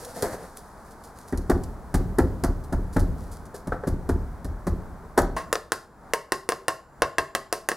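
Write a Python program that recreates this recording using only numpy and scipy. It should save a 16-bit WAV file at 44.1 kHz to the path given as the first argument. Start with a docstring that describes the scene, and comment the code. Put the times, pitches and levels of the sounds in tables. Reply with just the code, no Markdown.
"""A small workshop, heard from close by. First, moulding sand hisses off a scoop and drops into a
wooden box on a bench, with short crumbles and soft rustles. From 1.3 s a wooden rammer packs the sand:
each blow crushes grains, thuds in the box and sets the bench shaking. From 5.4 s a wooden rod raps the
finished mould in quick, sharp taps, which make it ring. Dull air noise runs underneath throughout."""
import sys
import numpy as np
from scipy import signal
from scipy.fft import rfft, irfft, next_fast_len
from scipy.io import wavfile
from scipy.ndimage import uniform_filter1d, minimum_filter1d

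SR = 44100
rng = np.random.default_rng(int(sys.argv[2]) if len(sys.argv) > 2 else 0)


def int16_out(signal):
    """Quantize to a 16-bit WAV file."""
    q = np.round(np.clip(np.atleast_2d(signal).T, -1, 1) * 32767)
    wavfile.write(sys.argv[1], SR, q.astype(np.int16))


N = 342255
TIME = np.arange(N) / SR   # seconds since the scene began
AGE = np.arange(2 ** 15) / SR   # seconds since one short sound began
RAPPING_START_S = 5.365


def amp(db):
    """Turn decibels into a gain to multiply by."""
    return 10 ** (np.asarray(db) / 20)


def rms_one(x):
    """Scale a sound so that its average strength (rms) is 1."""
    return x / np.sqrt(np.mean(x ** 2) + 1e-20)


def peak_one(x):
    """Scale a blow so that its loudest 4 milliseconds have an rms of 1."""
    return x / np.sqrt(uniform_filter1d(x ** 2, size=176, mode="constant").max() + 1e-20)


def at_hz(points, hz):
    """Read between the rows of a table, with frequency counted in octaves."""
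    known, values = np.transpose(points)
    return np.interp(np.log(np.maximum(hz, 1)), np.log(known), values)


def add(track, s, sound):
    """Mix a sound into the track, starting at s seconds."""
    start = max(round(s * SR), 0)
    track[start:start + len(sound)] += sound[:N - start]


def coloured(x, spectrum, size=2048):
    """Give a sound a tone colour, using a filter that never rings ahead of a hit (minimum phase)."""
    hz = np.arange(size // 2 + 1) * SR / size
    cepstrum = irfft(np.log(amp(at_hz(spectrum, hz))))
    cepstrum[1:size // 2] *= 2
    cepstrum[size // 2 + 1:] = 0
    return signal.oaconvolve(x, irfft(np.exp(rfft(cepstrum))))[:len(x)]


def dying(t60):
    """A smooth fade. The fade time, t60, is the seconds it takes to fall by 60 dB."""
    return np.exp(-np.log(1000) * AGE / t60)


def fading(s, t60, attack_s=0.0052):
    """A gain over the whole scene: a quick rise at s seconds, then a fade."""
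    age = np.maximum(TIME - s, 0)
    return np.minimum(age / attack_s, 1) * amp(-60 * age / t60)


def grains(spread_db, count=len(AGE)):
    """Dense tiny clicks; more spread makes their sizes more unequal."""
    return rng.standard_normal(count) * amp(spread_db * rng.standard_normal(count))


def contact(scatter, t60):
    """One click, followed by a dying scatter of others."""
    force = scatter * rng.standard_normal(len(AGE)) * dying(t60)
    force[0] += 1
    return force


def ring(modes, vary_db, centre_hz=1000, focus_db=0, detune=0):
    """A struck object's own notes (modes), new on each hit; focus_db weakens those far from centre_hz."""
    hz, db, t60 = np.transpose(modes)
    off_centre_db = focus_db * np.log2(hz / centre_hz) ** 2
    strength = amp(db + vary_db * rng.standard_normal(len(hz)) - off_centre_db)
    strength[1::2] *= -1
    hz = hz * (1 + detune * rng.standard_normal(len(hz)))   # the load of sand and hand shifts the notes
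    return strength @ (np.sin(2 * np.pi * hz[:, None] * AGE) * dying(t60[:, None]))


# Sound from all around. Each row: frequency in Hz, how alike left and right are from 0 to 1.
EAR_LIKENESS = [(100, 0.89), (500, 0.98), (2000, 0.83), (4000, 0.69), (8000, 0.79), (12000, 1),
                (16000, 0.4)]

def diffuse(spectrum, spread_db=0, count=N):
    """Stereo noise from all around, mostly more alike in the bass than in the treble."""
    size = next_fast_len(count, True)
    hz = np.arange(size // 2 + 1) * SR / size
    alike = np.clip(at_hz(EAR_LIKENESS, hz), -.999, .999)
    colour = amp(at_hz(spectrum, hz))
    mid, side = (irfft(rfft(grains(spread_db, size)) * colour * np.sqrt(share), size)[:count]
                 for share in (1 + alike, 1 - alike))
    return rms_one(np.array([mid + side, mid - side]))


# Tone colours of the air, the hiss and the rumble. Each row: frequency in Hz, relative level in dB.
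AIR_COLOUR = [(71, -53), (120, 1), (189, 0.5), (376, -3), (459, 1), (492, -3), (700, -0.5), (807, 1),
              (942, 0), (1540, -6), (2420, -24), (3500, -52), (4550, -47), (7700, -120)]
HISS_COLOUR = [(2000, -12), (3000, -4), (4500, 0), (7000, -1), (10500, -2), (13000, -5), (16000, -6)]
RUMBLE_COLOUR = [(18, -3.5), (36, -4.5), (70, -3.5), (120, -15), (180, -11), (300, -20.5), (600, -25),
                 (2000, -55.5)]

def background(air_db=-47.5, hiss_db=-66, rumble_db=-50, shudder_db=-14, shudder_t60=2.18):
    """Steady dull air noise, a thin hiss, and a low rumble that swells when the rammer shakes the bench."""
    shudder_power = sum((amp(shake + shudder_db) * fading(s, shudder_t60)) ** 2
                        for s, _, _, shake, _, _ in RAMMER_BLOWS)
    rumble_gain = np.sqrt(amp(rumble_db) ** 2 + shudder_power)
    steady = amp(air_db) * diffuse(AIR_COLOUR) + amp(hiss_db) * diffuse(HISS_COLOUR)
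    return steady + rumble_gain * diffuse(RUMBLE_COLOUR)


# Tone colour of the room's echo. Each row: frequency in Hz, relative level in dB.
ECHO_COLOUR = [(30, -23), (150, 0.5), (300, -3.5), (600, -2), (1200, -4.5), (2500, -8), (5000, -5.5),
               (10000, -5), (16000, 5.5)]
# How long the echo lasts. Each row: frequency in Hz, fade time in seconds.
ECHO_FADE = [(60, 0.95), (250, 0.39), (600, 0.36), (1500, 0.34), (4000, 0.38), (9000, 0.2), (16000, 0.15)]

def workshop(dry, wet_db, build_s, top_hz=16000):
    """The direct sound plus the room's echo, which builds up quickly and dies sooner in the treble."""
    hz, age, frames = signal.stft(diffuse(ECHO_COLOUR, count=SR), SR, nperseg=256)
    fade = amp(-60 * age / at_hz(ECHO_FADE, hz)[:, None])
    tail = signal.istft(frames * fade, SR)[1][:, :len(AGE)]
    tail = rms_one(tail * (1 - dying(build_s))) / np.sqrt(SR)
    tail = signal.sosfilt(signal.butter(2, top_hz, fs=SR, output="sos"), tail)
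    return dry + amp(wet_db) * signal.oaconvolve(dry[None], tail, axes=1)[:, :N]


def clumping(depth_db, count=230):
    """Sand falls in uneven spurts: a gain that wanders some thirty times a second."""
    steps = rng.standard_normal(count)
    return amp(depth_db * np.interp(np.linspace(0, count - 1, N), np.arange(count), steps))


# Tone colours of the hollow scoop and of crunching sand. Each row: frequency in Hz, relative level in dB.
SCOOP_COLOUR = [(100, -1.5), (180, 1.5), (300, -3), (460, -5), (700, 2.5), (1100, -9), (1800, -8.5),
                (2500, -28), (3500, -48)]
SAND_COLOUR = [(1000, -9.5), (2800, -18.5), (4500, -6.5), (7500, -7), (10500, -6), (13000, -11.5),
               (16000, -19)]

def pour(drop_s=.223, empty_s=0.513, emptying_s=0.11, swell_db_per_s=26, scrape_hz=492):
    """Sand gathers pace off the scoop, then drops all at once; loose grains trickle on down the heap."""
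    emptying = np.clip((empty_s - TIME) / emptying_s, 0, 1)
    sliding = emptying * amp(-swell_db_per_s * np.abs(TIME - drop_s))
    dropping = fading(drop_s, t60=0.47)
    body_gain = amp(-42.5) * sliding + amp(-29) * dropping
    hiss_gain = amp(-48.5) * (TIME < drop_s) + amp(-37) * dropping
    trickle_gain = amp(-59.5) * fading(drop_s, t60=11)
    # the scoop's hollow note as it drags over the sand
    hollow = signal.iirpeak(scrape_hz, Q=12, fs=SR)
    scrape = amp(-45) * emptying * rms_one(signal.lfilter(*hollow, grains(4.5, count=N)))
    spurts = clumping(depth_db=3.0)
    body = body_gain * diffuse(SCOOP_COLOUR, spread_db=6.3)
    hiss = (hiss_gain + trickle_gain) * diffuse(SAND_COLOUR, spread_db=4.7)
    return spurts * (body + scrape + hiss)


# Crumbles and rustles. Each row: start in seconds, relative level in dB, fade time in seconds.
CRUMBLES_AND_RUSTLES = [(0.0473, -32, 0.046), (0.222, -27.5, 0.056), (0.5656, -39, 0.15),
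                        (0.9054, -48, 0.14), (1.0344, -43, 0.19), (1.15, -46, .6), (1.276, -41.5, 0.16),
                        (1.374, -33.5, 0.045), (1.6347, -36, 0.045), (2.6367, -46.5, 0.11),
                        (2.926, -42, 0.19), (2.9915, -34.5, 0.11), (3.17, -48, 0.99), (3.313, -41.5, 0.2),
                        (3.453, -46.5, 0.061), (3.5418, -38, 0.17)]

def crumbles_and_rustles(level_db=-6, swell=0.16):
    """Short showers of crumbling sand and, in the slow rows, soft brushing rustles."""
    out = np.zeros(N)
    for s, db, fade_s in CRUMBLES_AND_RUSTLES:
        burst = grains(8.5) * (1 - dying(swell * fade_s)) * dying(fade_s)
        add(out, s, amp(db + level_db) * peak_one(coloured(burst, SAND_COLOUR)))
    return out


# Hard knocks on the box wall. Each row: start in seconds, relative level in dB, centre pitch in Hz.
WALL_KNOCKS = [(0.227, -17, 432), (0.244, -24, 546), (3.543, -30.5, 560), (3.721, -18.5, 1150),
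               (3.836, -24.5, 766), (5.180, -12.5, 382), (5.191, -25, 500)]
# Notes of the bare wall. Each row: pitch in Hz, relative level in dB, fade time in seconds.
WALL_NOTES = [(312, -3, 0.058), (397, 2, 0.068), (516, 4, 0.037), (709, -9, 0.12), (721, -8, 0.11),
              (1213, -5.5, 0.027), (1314, -6.5, 0.06), (1555, -2.5, 0.037), (1715, -13, 0.045)]
# Tone colour of a wooden knock. Each row: frequency in Hz, relative level in dB.
KNOCK_COLOUR = [(100, -19.5), (300, 0.5), (650, 3.5), (1000, -1.5), (1800, -7), (2200, -19.5),
                (2700, -31.5), (4000, -30.5), (16000, -40)]
# Sharp clicks of the tools' edges. Each row: start in seconds, relative level in dB.
EDGE_CLICKS = [(0.2243, -20.5), (0.572, -32), (1.188, -38.5), (1.3246, -38.5), (1.376, -40), (2.1865, -22),
               (5.1808, -25), (5.206, -37), (5.220, -29.5)]

def knocks(level_db=-2, click_db=-8, clatter_db=-9):
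    """Scoop and rammer meet the bare wood of the box, which rings and clatters."""
    out = np.zeros(N)
    for s, db, centre_hz in WALL_KNOCKS:
        wood = peak_one(ring(WALL_NOTES, 1.0, centre_hz, focus_db=4.5, detune=.005))
        clatter = amp(clatter_db) * peak_one(coloured(contact(0.13, 0.16), KNOCK_COLOUR))
        add(out, s, amp(db + level_db) * peak_one(wood + clatter))
    for s, db in EDGE_CLICKS:
        add(out, s, amp(db + click_db) * peak_one(coloured(contact(1.0, 0.0048), SAND_COLOUR)))
    return out


# Blows of the rammer. Each row: start in seconds, thud level in dB, thud centre pitch in Hz, then the
# levels of bench shake, wooden knock and sand crunch in dB. All levels are relative.
RAMMER_BLOWS = [(1.325, -19.5, 273, -22.5, -28.5, -59), (1.496, -11.5, 312, -17, -19.5, -31.5),
                (1.941, -15, 196, -14.5, -24, -31), (2.184, -11, 380, -15.5, -18, -34.5),
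                (2.436, -17, 262, -18.5, -22, -29), (2.724, -20, 190, -18.5, -25.5, -42),
                (2.963, -13.5, 199, -14, -19, -38), (3.671, -24.5, 216, -26.5, -31.5, -44),
                (3.871, -18, 197, -19.5, -26.5, -39), (4.09, -16.5, 310, -19, -22.5, -39),
                (4.445, -29, 178, -24, -36, -44), (4.668, -20, 190, -19.5, -24, -40),
                (5.176, -14, 370, -19.5, -10, -25)]
# Notes of the sand-filled box and of the bench.
# Each row: pitch in Hz, relative level in dB, fade time in seconds.
BOX_NOTES = [(176.4, -1, 0.092), (210, -6.5, 0.098), (263, -1, 0.082), (314, -0.5, 0.055),
             (352.7, 1, 0.074), (426, -2, 0.059), (530, -13.5, 0.17)]
BENCH_NOTES = [(36.2, 0.5, 0.76), (49, -4.5, 0.37), (68.8, 2, 0.34), (86, 4, .17), (102.2, 2, 0.15),
               (124.2, -5.5, 0.14), (166, -4, 0.11)]

def rammer(bench_lag_s=0.0324, rebound_s=.062, rebound_hz=300):
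    """The sand gives way for some milliseconds, the box thuds, and the bench swings a moment later."""
    out = np.zeros(N)
    pressing = 1 - dying(0.012)

    def crush(spread_db, t60, colour):
        """A burst of grains giving way under the rammer."""
        return peak_one(coloured(grains(spread_db) * pressing * dying(t60), colour))

    for s, thud, centre_hz, shake, knock, crunch in RAMMER_BLOWS:
        add(out, s, amp(thud) * peak_one(ring(BOX_NOTES, 1.5, centre_hz, focus_db=10, detune=.015)))
        # the rammer meets loose sand just before it meets firm sand
        add(out, s - .005, amp(knock - 30) * crush(7.8, 0.019, KNOCK_COLOUR))
        add(out, s + rebound_s, amp(thud - 11) * peak_one(ring(BOX_NOTES, 1.7, rebound_hz, focus_db=5)))
        add(out, s, amp(knock - 2) * crush(7.3, 0.095, KNOCK_COLOUR))
        add(out, s, amp(crunch - 1) * crush(8.7, 0.083, SAND_COLOUR))
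        # the bench is pushed, then swings
        add(out, s + 0.004, amp(shake - 2) * peak_one(ring(BENCH_NOTES, 2.4, detune=0.11)))
        add(out, s + bench_lag_s, amp(shake - 1) * peak_one(ring(BENCH_NOTES, 1.3, detune=0.011)))
    return out


# Tone colour of a tap's scattered treble. Each row: frequency in Hz, relative level in dB.
SCATTER_COLOUR = [(1000, -42), (2400, -6), (3400, -7.5), (4900, 5.5), (6000, -0.5), (9500, -2), (12000, -5),
                  (16000, -17)]

def scattered_snaps(level_db=-19, t60=0.3):
    """Each snap of the rod comes back from all the tools and shelves as a smooth bright tail."""
    out = np.zeros(N)
    for s, _, snap, _ in rod_contacts():
        tail = peak_one(coloured(grains(1.4) * dying(t60), SCATTER_COLOUR))
        add(out, s + .002, amp(snap + level_db) * tail)
    return out


# Taps of the rod. Each row: start in seconds, relative levels of wood crack, ring and bench shake in dB,
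# seconds until the bounce (0 for none).
ROD_TAPS = [(5.527, -7.5, -19.5, -30, .027), (5.719, -8, -15.5, -38, 0), (6.1344, -8.5, -10, -41, 0),
            (6.32, -8, -10, -38, 0), (6.489, -8, -14.5, -54, .031), (6.6813, -9.5, -7.5, -47, 0),
            (7.0195, -3, -4, -21, 0), (7.1823, -5.5, -5, -25.5, 0), (7.3495, -8, -11, -39, 0),
            (7.5257, -10.5, -15, -41, 0), (7.687, -10, -16, -41, .0285)]

def rod_contacts(snap_db=-11.5, loss_db=6, snap_loss_db=17):
    """Give the start and the wood, snap and ring levels of each tap and of any weaker, duller bounce."""
    for s, wood, ringing, _, bounce_s in ROD_TAPS:
        yield s, wood, snap_db, ringing
        if bounce_s:
            yield s + bounce_s, wood - loss_db, snap_db - snap_loss_db, ringing - loss_db


# Tone colours of the wood's crack and its bright snap. Each row: frequency in Hz, relative level in dB.
CRACK_COLOUR = [(60, -14), (200, -8), (380, 6.5), (700, 6), (1100, 0.5), (1900, 4.5), (2400, -10.5),
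                (3200, -12.5), (6000, -10.5), (16000, -82)]
SNAP_COLOUR = [(1000, -57), (2700, -1), (4300, -0.5), (6200, 4), (7600, 6), (9600, 9.5), (12500, -2),
               (16000, 1)]
# Notes of the packed mould and of loose metal on the bench.
# Each row: pitch in Hz, relative level in dB, fade time in seconds.
MOULD_NOTES = [(402.5, -2.5, 0.15), (513, -12.5, 0.23), (650, -0.5, 0.14), (961, -1.5, 0.12),
               (1068, 3, 0.053), (1112, -1.5, 0.099), (1480, -25, 0.11), (1608, -7, 0.11),
               (1790, -4, 0.048), (1780, -20, 0.066), (2690, -2, 0.047), (3000, -12.5, 0.068),
               (4280, -17, .08), (9290, -31, .1)]
METAL_NOTES = [(1066, 0, .35), (1097, -2, .35), (2690, -10, .3), (2716, -9, .25), (2765, -10, .25),
               (4750, -15, .3), (4947, -14, .3), (7278, -23, .9)]

def rod(give_s=0.0011, settle_s=0.001082, echo_s=.0085, echo_db=-6):
    """Wood on wood: a double crack with a bright snap, the ringing mould and a dull echo off a wall."""
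    out = np.zeros(N)
    dull = signal.butter(2, 1500, fs=SR, output="sos")
    for s, wood, snap, ringing in rod_contacts():
        hit_s = s + give_s
        crack = amp(wood - 1) * peak_one(coloured(contact(0.19, 0.0044), CRACK_COLOUR))
        snap_force = contact(1.0, 0.0065) + 0.11 * grains(3.6) * dying(0.076)
        bright = amp(snap - 2) * peak_one(coloured(snap_force, SNAP_COLOUR))
        # a few clear notes stand out of the many crowded ones of box and bench
        notes = amp(ringing - 5) * peak_one(ring(MOULD_NOTES, 1.5, detune=.008))
        crowded = amp(ringing - 6) * peak_one(coloured(grains(0.33) * dying(0.094), CRACK_COLOUR))
        metal = amp(ringing - 22) * peak_one(ring(METAL_NOTES, 2.0))
        add(out, hit_s, crack + bright + notes + crowded + metal)
        # the rod lands tip first and comes down flat about a millisecond later
        flat_s = hit_s + settle_s * rng.uniform(.7, 1.3)
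        add(out, flat_s, -amp(wood - 4) * peak_one(coloured(contact(0.4, 0.0096), CRACK_COLOUR)))
        add(out, hit_s + echo_s, amp(echo_db) * signal.sosfilt(dull, crack + notes))
    # each tap also jolts the bench
    for s, _, _, shake, _ in ROD_TAPS:
        add(out, s, amp(shake) * peak_one(ring(BENCH_NOTES, 1.7) * dying(0.1)))
    # the rapping cuts in abruptly on the dying ring of a tap
    rattle = 0.81 * peak_one(coloured(grains(4.0) * dying(0.22), CRACK_COLOUR))
    notes = peak_one(ring(MOULD_NOTES, 1.37, centre_hz=870, focus_db=13))
    metal = peak_one(ring(METAL_NOTES, 1.5))
    bright = peak_one(coloured(grains(2.6) * dying(0.21), SNAP_COLOUR))
    add(out, RAPPING_START_S, amp(-26) * (notes + rattle) + amp(-37) * metal + amp(-40) * bright)
    return out


def scene():
    """Mix it all; the packing sounds and their echo stop at once where the rapping begins."""
    before_rapping = np.clip((RAPPING_START_S - TIME) / 0.0028 + 1, 0, 1)
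    packing = workshop(rammer() + knocks() + crumbles_and_rustles(), wet_db=-7.5, build_s=0.084)
    rapping = workshop(rod(), wet_db=-5.5, build_s=0.0061, top_hz=3480) + scattered_snaps()
    return packing * before_rapping + rapping + pour() + background()


def limiter(x, sense_hz=3000, limit_db=-21, hold_s=0.17, release_db_per_s=46):
    """Sharp treble peaks turn the volume down at once; it holds, then creeps back up."""
    treble = signal.sosfilt(signal.butter(2, sense_hz, "high", fs=SR, output="sos"), x.mean(axis=0))
    level_db = 10 * np.log10(np.maximum(uniform_filter1d(treble ** 2, size=176), 1e-12))
    needed_db = np.minimum(limit_db - level_db, 0)
    half_hold = int(hold_s * SR / 2)
    cut_db = -minimum_filter1d(needed_db, size=2 * half_hold + 1, origin=half_hold, mode="constant")
    recovery_db = release_db_per_s * TIME
    cut_db = np.maximum.accumulate(cut_db + recovery_db) - recovery_db
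    ahead_db = np.interp(TIME + .003, TIME, cut_db)   # turn down just before the peak
    return x * amp(-uniform_filter1d(ahead_db, size=88))


# Balance of the microphone's two sides. Each row: frequency in Hz, left minus right in dB.
MIC_BALANCE = [(60, 0.6), (130, 0.8), (290, 0.33), (640, 1.24), (1410, 0.42), (3100, 0.31), (6820, -1),
               (15000, -1.7)]
# Timing of the two sides. Each row: frequency in Hz, how far left leads in radians.
MIC_PHASE = [(500, -0.073), (3000, -0.21), (5500, -0.6), (10000, -0.51), (15000, -1.7)]

def record(dry, bottom_hz=20, top_hz=15900):
    """The microphone's sides hear a little differently; peaks are limited, deepest bass and top are cut."""
    size = next_fast_len(N + SR // 10, True)
    hz = np.arange(size // 2 + 1) * SR / size
    left_gain = amp(at_hz(MIC_BALANCE, hz) / 2) * np.exp(.5j * at_hz(MIC_PHASE, hz))
    x = irfft(rfft(dry, size) * np.array([left_gain, 1 / left_gain]), size)[:, :N]
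    x = signal.sosfilt(signal.butter(2, bottom_hz, "high", fs=SR, output="sos"), x)
    x = np.tanh(limiter(x))   # the loudest peaks are rounded
    return signal.sosfilt(signal.ellip(10, .1, 80, top_hz, fs=SR, output="sos"), x)


dry = scene()
out = record(dry)
int16_out(out)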